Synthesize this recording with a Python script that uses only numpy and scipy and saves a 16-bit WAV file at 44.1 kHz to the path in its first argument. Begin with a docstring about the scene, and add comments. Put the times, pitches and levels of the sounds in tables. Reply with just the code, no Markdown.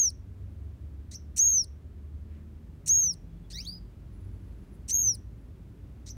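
"""Far traffic rumbles throughout as a sunbird calls close by, on the ground beside a brick wall.
An arched whistle opens the scene; a clipped chip and two more whistles follow, each starting with
a rasp as the bird's membrane rattles before it locks on a pitch. After a faint rustle and a faint
tone come a soft rising squeal (3.5 s), a thin flickering tone near 10 kHz, a last whistle and a chip.
Throat and beak filter the calls, and the yard answers with a short echo."""
import sys
import numpy as np
from scipy import signal
from scipy.fft import rfft, irfft
from scipy.io import wavfile

SR = 44100
rng = np.random.default_rng(int(sys.argv[2]) if len(sys.argv) > 2 else 0)


def int16_out(signal):
    """Quantize to a 16-bit WAV file."""
    q = np.round(np.clip(np.atleast_2d(signal).T, -1, 1) * 32767)
    wavfile.write(sys.argv[1], SR, q.astype(np.int16))


N = 272086


def gain_of(db):
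    """Amplitude ratio of a level in decibels."""
    return 10 ** (np.asarray(db) / 20)


def unit_rms(x):
    """Normalisation to rms 1."""
    return x / np.sqrt(np.mean(x ** 2) + 1e-20)


def curve_at(points, hz):
    """Interpolation of a table on a log-frequency axis."""
    f, value = np.transpose(points)
    return np.interp(np.log(hz + 1), np.log(f + 1), value)


def add(mix, start_s, sound):
    """Superposition: a sound joins the mix at its start time."""
    start = round(start_s * SR)
    sound = sound[max(-start, 0):]
    part = mix[max(start, 0):][:len(sound)]
    part += sound[:len(part)]


def bump(t, at, width):
    """Gaussian pulse of height 1."""
    return np.exp(-((t - at) / width) ** 2)


def wander(size, hz):
    """Low-pass noise: random motion of rms near 1, no faster than about hz."""
    padded = size + SR // 4
    lowpass = bump(np.fft.rfftfreq(padded, 1 / SR), 0, hz)
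    return unit_rms(irfft(rfft(rng.standard_normal(padded)) * lowpass))[:size]


def noise(colour, size):
    """Spectral shaping: white noise filtered to the given colour, at rms 1."""
    response = gain_of(curve_at(colour, np.fft.rfftfreq(size, 1 / SR)))
    return unit_rms(irfft(rfft(rng.standard_normal(size)) * response, size))


def traffic(rumble_db=-46, swell_scale=.55):
    """Broadband road noise swells under engine tones whose frequency rises with speed."""
    # road spectrum: (frequency [Hz], relative level [dB])
    rumble = [(19, -42.5), (32, -16.5), (57, -2), (79, -4), (105, -7), (126, -11.5), (296, -21),
              (425, -26.5), (472, -33.5), (565, -32.5), (751, -39.5), (1630, -44.5), (4970, -55.5),
              (9980, -59.5), (15500, -60)]
    # swell contour, before centring and scaling: (time [s], level [dB])
    swell = [(0.0, -54), (0.43, -48.5), (1.6, -51.5), (4.07, -48), (4.28, -46.5), (4.47, -46.5),
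             (5.19, -48.5), (5.22, -49.5), (6.17, -47.5)]
    # far engines: (start [s], peak [s], end [s], first pitch [Hz], climb [Hz/s], peak level [dB],
    # start re peak [dB], end re peak [dB])
    engines = [(0, 2.14, 2.8, 69.7, 2.8, -44, -3.5, -4), (0, .45, 1.1, 92.6, 7.8, -45.5, -12.5, -10),
               (2.199, 2.4, 2.86, 209.2, 28.2, -57.5, -3.5, -10),
               (2.6, 3.65, 3.85, 151.7, 20, -52.5, -3.5, -2.5), (3.1, 2.4, 9.4, 47, 4.6, -45, -3.5, -19),
               (4, 4.3, 4.64, 92.4, 10.6, -42, -13.5, -28), (4, 4.7, 5.3, 179.6, 24, -58, -8.5, -9),
               (4.799, 5.1, 5.44, 105, 5, -47, -15.5, -15)]
    times, contour_db = np.transpose(swell)
    swell_db = swell_scale * np.interp(np.arange(N) / SR, times, contour_db - contour_db.mean())
    out = noise(rumble, N) * gain_of(rumble_db + swell_db)
    for start, peak, end, first_hz, climb, top_db, first_db, last_db in engines:
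        t = np.arange(start, end, 1 / SR)
        hz = (first_hz + climb * (t - start)) * (1 + .02 * wander(len(t), 24))
        tone = np.sqrt(2) * np.sin(2 * np.pi * np.cumsum(hz) / SR)
        db = top_db + np.interp(t, [start, peak, end], [first_db, 0, last_db])
        db += 1.7 * wander(len(t), 8.7)
        add(out, start, gain_of(db) * tone * signal.windows.tukey(len(t), .05))
    return out


def syrinx(t, hz, effort_db, rough, quaver, beak, harmonics, hiss_db, waver_db, drift,
           split=0, swing=.015, flutter=.15, chaos=.14, sway=.005, quaver_hz=136.8):
    """Source and filter: a vibrating membrane's harmonics pass the resonances of throat and beak."""
    size = len(t)
    # the quaver modulates pitch (swing) and amplitude (flutter); roughness jitters the cycles
    shake = quaver * np.sin(2 * np.pi * np.cumsum(quaver_hz * (1 + .47 * wander(size, 60))) / SR)
    unsteadiness = drift * wander(size, 250) + sway * wander(size, 40)
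    jitter = chaos * rough * wander(size, 1500)
    pitch = hz * (1 + swing * shake + unsteadiness + jitter)
    phase = 2 * np.pi * np.cumsum(pitch) / SR
    tone = sum(gain_of(db) * np.clip((SR / 2 - k * pitch) / 3000, 0, 1) * np.sin(k * phase)
               for k, db in enumerate(harmonics, 1))
    # period doubling: alternate strong and weak cycles put lines halfway between the harmonics
    tone *= 1 + split * rough * np.cos(phase / 2)
    hiss = gain_of(hiss_db) * rough * rng.standard_normal(size)
    strength = gain_of(effort_db + waver_db * wander(size, 150)) * (1 + flutter * shake)
    fade = np.clip(np.minimum(t - t[0], t[-1] - t) / .004, 0, 1)
    source = fade * strength * (np.sqrt(2) * tone + hiss)
    resonances = gain_of(curve_at(beak, np.fft.rfftfreq(2 * size, 1 / SR)))
    return irfft(rfft(source, 2 * size) * resonances)[:size]


def whistles(low_hz=2100, lead_s=.03, swept_s=.011, snap_s=.003, catch_db=-9):
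    """Onset of periodic oscillation: a rough upward sweep locks into an arched whistle."""
    # full calls: (lock time [s], length [s], top pitch [Hz], arch exponent, effort [dB],
    # loss by the end [dB], rise time [s], sweep re effort [dB], roughness [0-1], quaver [0-1],
    # overtone lift [dB], wall reflection [0-1])
    calls = [(-.143, .25, 6690, 2.75, -19.5, 3, .002, -4, .8, 0.51, -0.5, 0),
             (1.392, .256, 6566, 2.28, -17.5, 3.5, .001, -5.5, 0.73, 0.4, -2, 0.26),
             (2.893, 0.25, 6564, 2.19, -18, 7, .001, -5.5, 0.7, 0.17, 0.5, .09),
             (4.913, .244, 6506, 2.22, -19, 5, .018, -4, 0.2, .6, 3, 0.63)]
    # response of throat and open beak: (frequency [Hz], gain [dB])
    open_beak = [(1800, -25.5), (2500, -25), (3300, -31), (4300, -19.5), (5050, -27), (5550, -2.5),
                 (6000, -1), (6700, 2.5), (8600, -6), (10300, -17.5), (11400, -31), (12200, -15),
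                 (13100, -13.5), (15800, -18.5)]
    # membrane harmonics from the first up: (level [dB])
    harmonics = [-2.5, -15, -24.5, -25.5, -30.5, -33.5, -34, -36.5]
    out = np.zeros(N)
    for (start, length, top_hz, exponent, effort_db, lost_db, rise_s, sweep_db,
         opening_rough, quaver, lift_db, reflection) in calls:
        t = np.arange(-lead_s, length, 1 / SR)
        progress = np.maximum(t, 0) / length
        # the pitch dips as it locks, sags along an arch and drops off at the end
        dip = bump(t, at=.005, width=.012)
        arch = np.sin(1.36 * progress ** exponent) ** 2
        ending = np.exp((t - length) / .0051)
        whistle_hz = top_hz * (1 - .068 * dip) * (1 - .228 * arch) * (1 - .27 * ending)
        hz = low_hz + (whistle_hz - low_hz) * np.exp(np.minimum(t, 0) / .0105)
        # the sweep gains strength, catches, then snaps to full effort
        attack_db = np.interp(t, [-lead_s, -swept_s, -snap_s, rise_s - snap_s, rise_s],
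                              [sweep_db - 11, sweep_db, catch_db, catch_db, 0])
        level_db = effort_db + attack_db - lost_db * progress + .5 * ending
        rough = opening_rough / (1 + np.exp((t + swept_s) / .007)) + .22 * ending
        calming = 1 - .55 * progress
        lifted = [db + lift_db * (k > 0) for k, db in enumerate(harmonics)]
        call = syrinx(t, hz, level_db, rough, quaver * calming, open_beak, lifted,
                      hiss_db=-22, waver_db=.97, drift=.005, swing=.02, flutter=.38, sway=.004)
        add(out, start - lead_s, wall(call, reflection))
    return out


def wall(call, reflection, delay_s=.001008):
    """Comb filtering: the bounce cancels some pitches, so a small quaver becomes a deep flutter."""
    size = len(call) + 256
    delay = np.exp(-2j * np.pi * np.fft.rfftfreq(size, 1 / SR) * delay_s)
    return irfft(rfft(call, size) * (1 + reflection * delay), size)


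def yard(x, early_db, tail_db, early_t60=.08):
    """Reverberation: early scatter from wall and ground, then a tail whose decay varies with frequency."""
    # reverberation time: (frequency [Hz], time to fall 60 dB [s])
    tail_t60 = [(1000, 0.54), (5500, 0.29), (9000, 0.099), (15000, 0.43)]
    size = SR // 2
    hz, frame_s, spectra = signal.stft(rng.standard_normal(size), SR, nperseg=256)
    decay = gain_of(-60 * frame_s / curve_at(tail_t60, hz)[:, None])
    t = np.arange(size) / SR
    tail = signal.istft(spectra * decay, SR, nperseg=256)[1][:size] * np.clip(t / .02, 0, 1)
    early = rng.standard_normal(size) * gain_of(-60 * t / early_t60) * (t > .002)
    echo = gain_of(early_db) * early / np.linalg.norm(early)
    echo += gain_of(tail_db) * tail / np.linalg.norm(tail)
    return signal.fftconvolve(x, echo)[:N]


def rasps(grain_db=2.5):
    """Aperiodic vibration: before it locks on a pitch the membrane rattles, harder and harder."""
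    # call openings: (start [s], end [s], first level [dB], top level [dB], gain under 5.3 kHz [dB])
    openings = [(1.111, 1.151, -54, -53, 9), (1.362, 1.39, -41.5, -28, -3), (2.86, 2.891, -44.5, -28.5, -1),
                (3.501, 3.528, -51, -48, 17), (4.88, 4.915, -46, -32, 4.5), (6.06, 6.089, -58, -54.5, 7)]
    # rattle spectrum: (frequency [Hz], relative level [dB])
    spectrum = [(1200, -54.5), (1900, -22), (2590, -22.5), (3500, -26), (4290, -6.5), (5000, -21.5),
                (5700, 4.5), (7300, -2.5), (8800, 0.5), (10100, -15), (15500, -23)]
    out = np.zeros(N)
    for start, end, first_db, top_db, low_db in openings:
        t = np.arange(start, end + .0018, 1 / SR)
        level_db = np.interp(t, [start, start + .002, start + .71 * (end - start), end - .004, t[-1]],
                             [first_db - 11, first_db, top_db, top_db, top_db - 13.5])
        colour = [(hz, db + low_db * (hz < 5300)) for hz, db in spectrum]
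        rattle = noise(colour, len(t)) * gain_of(grain_db * wander(len(t), 710))
        add(out, start, gain_of(level_db) * unit_rms(rattle))
    return out


def chips(low_hz=3850, lock_s=.032, clear_s=.033, glide_s=.003, release_s=.016):
    """Period doubling: a rough low note clears, jumps up to a whistle and is cut short."""
    # clipped calls: (start [s], length [s], whistle pitch [Hz], effort [dB])
    calls = [(1.111, .064, 5780, -42), (6.063, .063, 5910, -42.5)]
    # response of throat and beak: (frequency [Hz], gain [dB])
    beak = [(1500, -13.5), (2300, -16), (3100, -11), (4100, -6), (5800, -0.5), (7200, 0), (9200, -16),
            (10400, -28), (12300, -10), (15500, -19)]
    # membrane harmonics from the first up: (level [dB])
    harmonics = [0, -8.5, -19.5]
    out = np.zeros(N)
    for start, length, whistle_hz, effort_db in calls:
        t = np.arange(0, length, 1 / SR)
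        locked = 1 / (1 + np.exp((lock_s - t) / glide_s))
        release = np.clip(1 - (length - t) / release_s, 0, 1)
        hz = low_hz + (whistle_hz - low_hz) * locked
        level_db = effort_db - 10 * (1 - locked) - 8 * release
        rough = .85 / (1 + np.exp((t - clear_s) / glide_s))
        quaver = .8 * np.sin(np.pi * (t / length) ** 2)
        call = syrinx(t, hz, level_db, rough, quaver, beak, harmonics,
                      hiss_db=-6.5, waver_db=3, drift=.012, split=1.7, swing=.08, flutter=.25, chaos=.11)
        add(out, start, call)
    return out


def rustles(edge_db=-26):
    """Band-limited noise under a smooth window makes soft, brief swishes."""
    # rustles: (start [s], length [s], centre frequency [Hz], level [dB])
    swishes = [(2.242, .22, 1950, -71.5), (4.735, .04, 9660, -73)]
    out = np.zeros(N)
    for start, length, hz, db in swishes:
        size = round(length * SR)
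        colour = [(hz / 4, edge_db), (hz, 0), (hz * 4, edge_db)]
        add(out, start, gain_of(db) * noise(colour, size) * np.hanning(size))
    return out


def faint_tones(flicker_db=6):
    """Random modulation of frequency and amplitude makes faint, thin tones flicker."""
    # one tone near 3.4 kHz, then two near 10 kHz: (start [s], end [s], pitch [Hz], level [dB])
    notes = [(3.281, 3.481, 3380, -82), (4.09, 4.78, 10170, -83), (5.201, 5.5, 10170, -93)]
    out = np.zeros(N)
    for start, end, hz, db in notes:
        size = round((end - start) * SR)
        phase = 2 * np.pi * np.cumsum(hz + 70 * wander(size, 200)) / SR
        tone = unit_rms(np.sin(phase) * gain_of(flicker_db * wander(size, 32)))
        add(out, start, gain_of(db) * tone * signal.windows.tukey(size, .1))
    return out


def squeal(effort_db=-31.5, hold_s=.12, fade_db_per_s=144):
    """A glide through fixed resonances: it starts hoarse, cracks midway, fades at the top and slips."""
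    # pitch contour: (time [s], pitch [Hz])
    glide = [(3.525, 1524), (3.537, 1725), (3.555, 1920), (3.571, 1952), (3.585, 2237), (3.603, 2447),
             (3.619, 2920), (3.657, 3361), (3.675, 4380), (3.691, 4628), (3.747, 4970), (3.788, 4990)]
    # response of throat and nearly shut beak: (frequency [Hz], gain [dB])
    shut_beak = [(1500, -39), (2100, -19), (3100, -23.5), (3800, -4), (5000, 1.5), (6200, -4),
                 (7500, -24.5), (9200, -11.5), (10500, -24.5), (15500, -11)]
    # membrane harmonics from the first up: (level [dB])
    harmonics = [-4, -10, -15.5, -18, -20, -24, -24, -23]
    times, pitches = np.transpose(glide)
    t = np.arange(times[0], times[-1], 1 / SR)
    onset = bump(t, at=t[0], width=.0082)
    crack = bump(t, at=3.634, width=.013)
    slip = 1 - .07 * np.exp((t - t[-1]) / .006)
    hz = np.interp(t, times, pitches) * slip
    fade_db = fade_db_per_s * np.maximum(t - t[0] - hold_s, 0)
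    level_db = effort_db - 6 * onset - 13.5 * crack - fade_db
    rough = .13 * np.linspace(1, 0, len(t)) + .28 * onset + .21 * crack
    call = syrinx(t, hz, level_db, rough, quaver=.12, beak=shut_beak, harmonics=harmonics,
                  hiss_db=-14, waver_db=2.5, drift=.0041, chaos=.13)
    out = np.zeros(N)
    add(out, t[0], call)
    return out


def scene():
    """Direct and reverberant sound add; the soft calls arrive with a larger share of the yard."""
    full = whistles() + rasps()
    soft = chips() + squeal()
    echoes = yard(full, early_db=-18.5, tail_db=-31) + yard(soft, early_db=-10, tail_db=-18)
    return (full + soft + echoes + faint_tones() + rustles() + traffic())[None]


def record(dry, cutoff_hz=15850):
    """Band limiting: a linear-phase low-pass filter removes the highest treble."""
    lowpass = signal.firwin(511, cutoff_hz, window=("kaiser", 9), fs=SR)
    return signal.oaconvolve(dry, lowpass[None], "same")


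dry = scene()
out = record(dry)
int16_out(out)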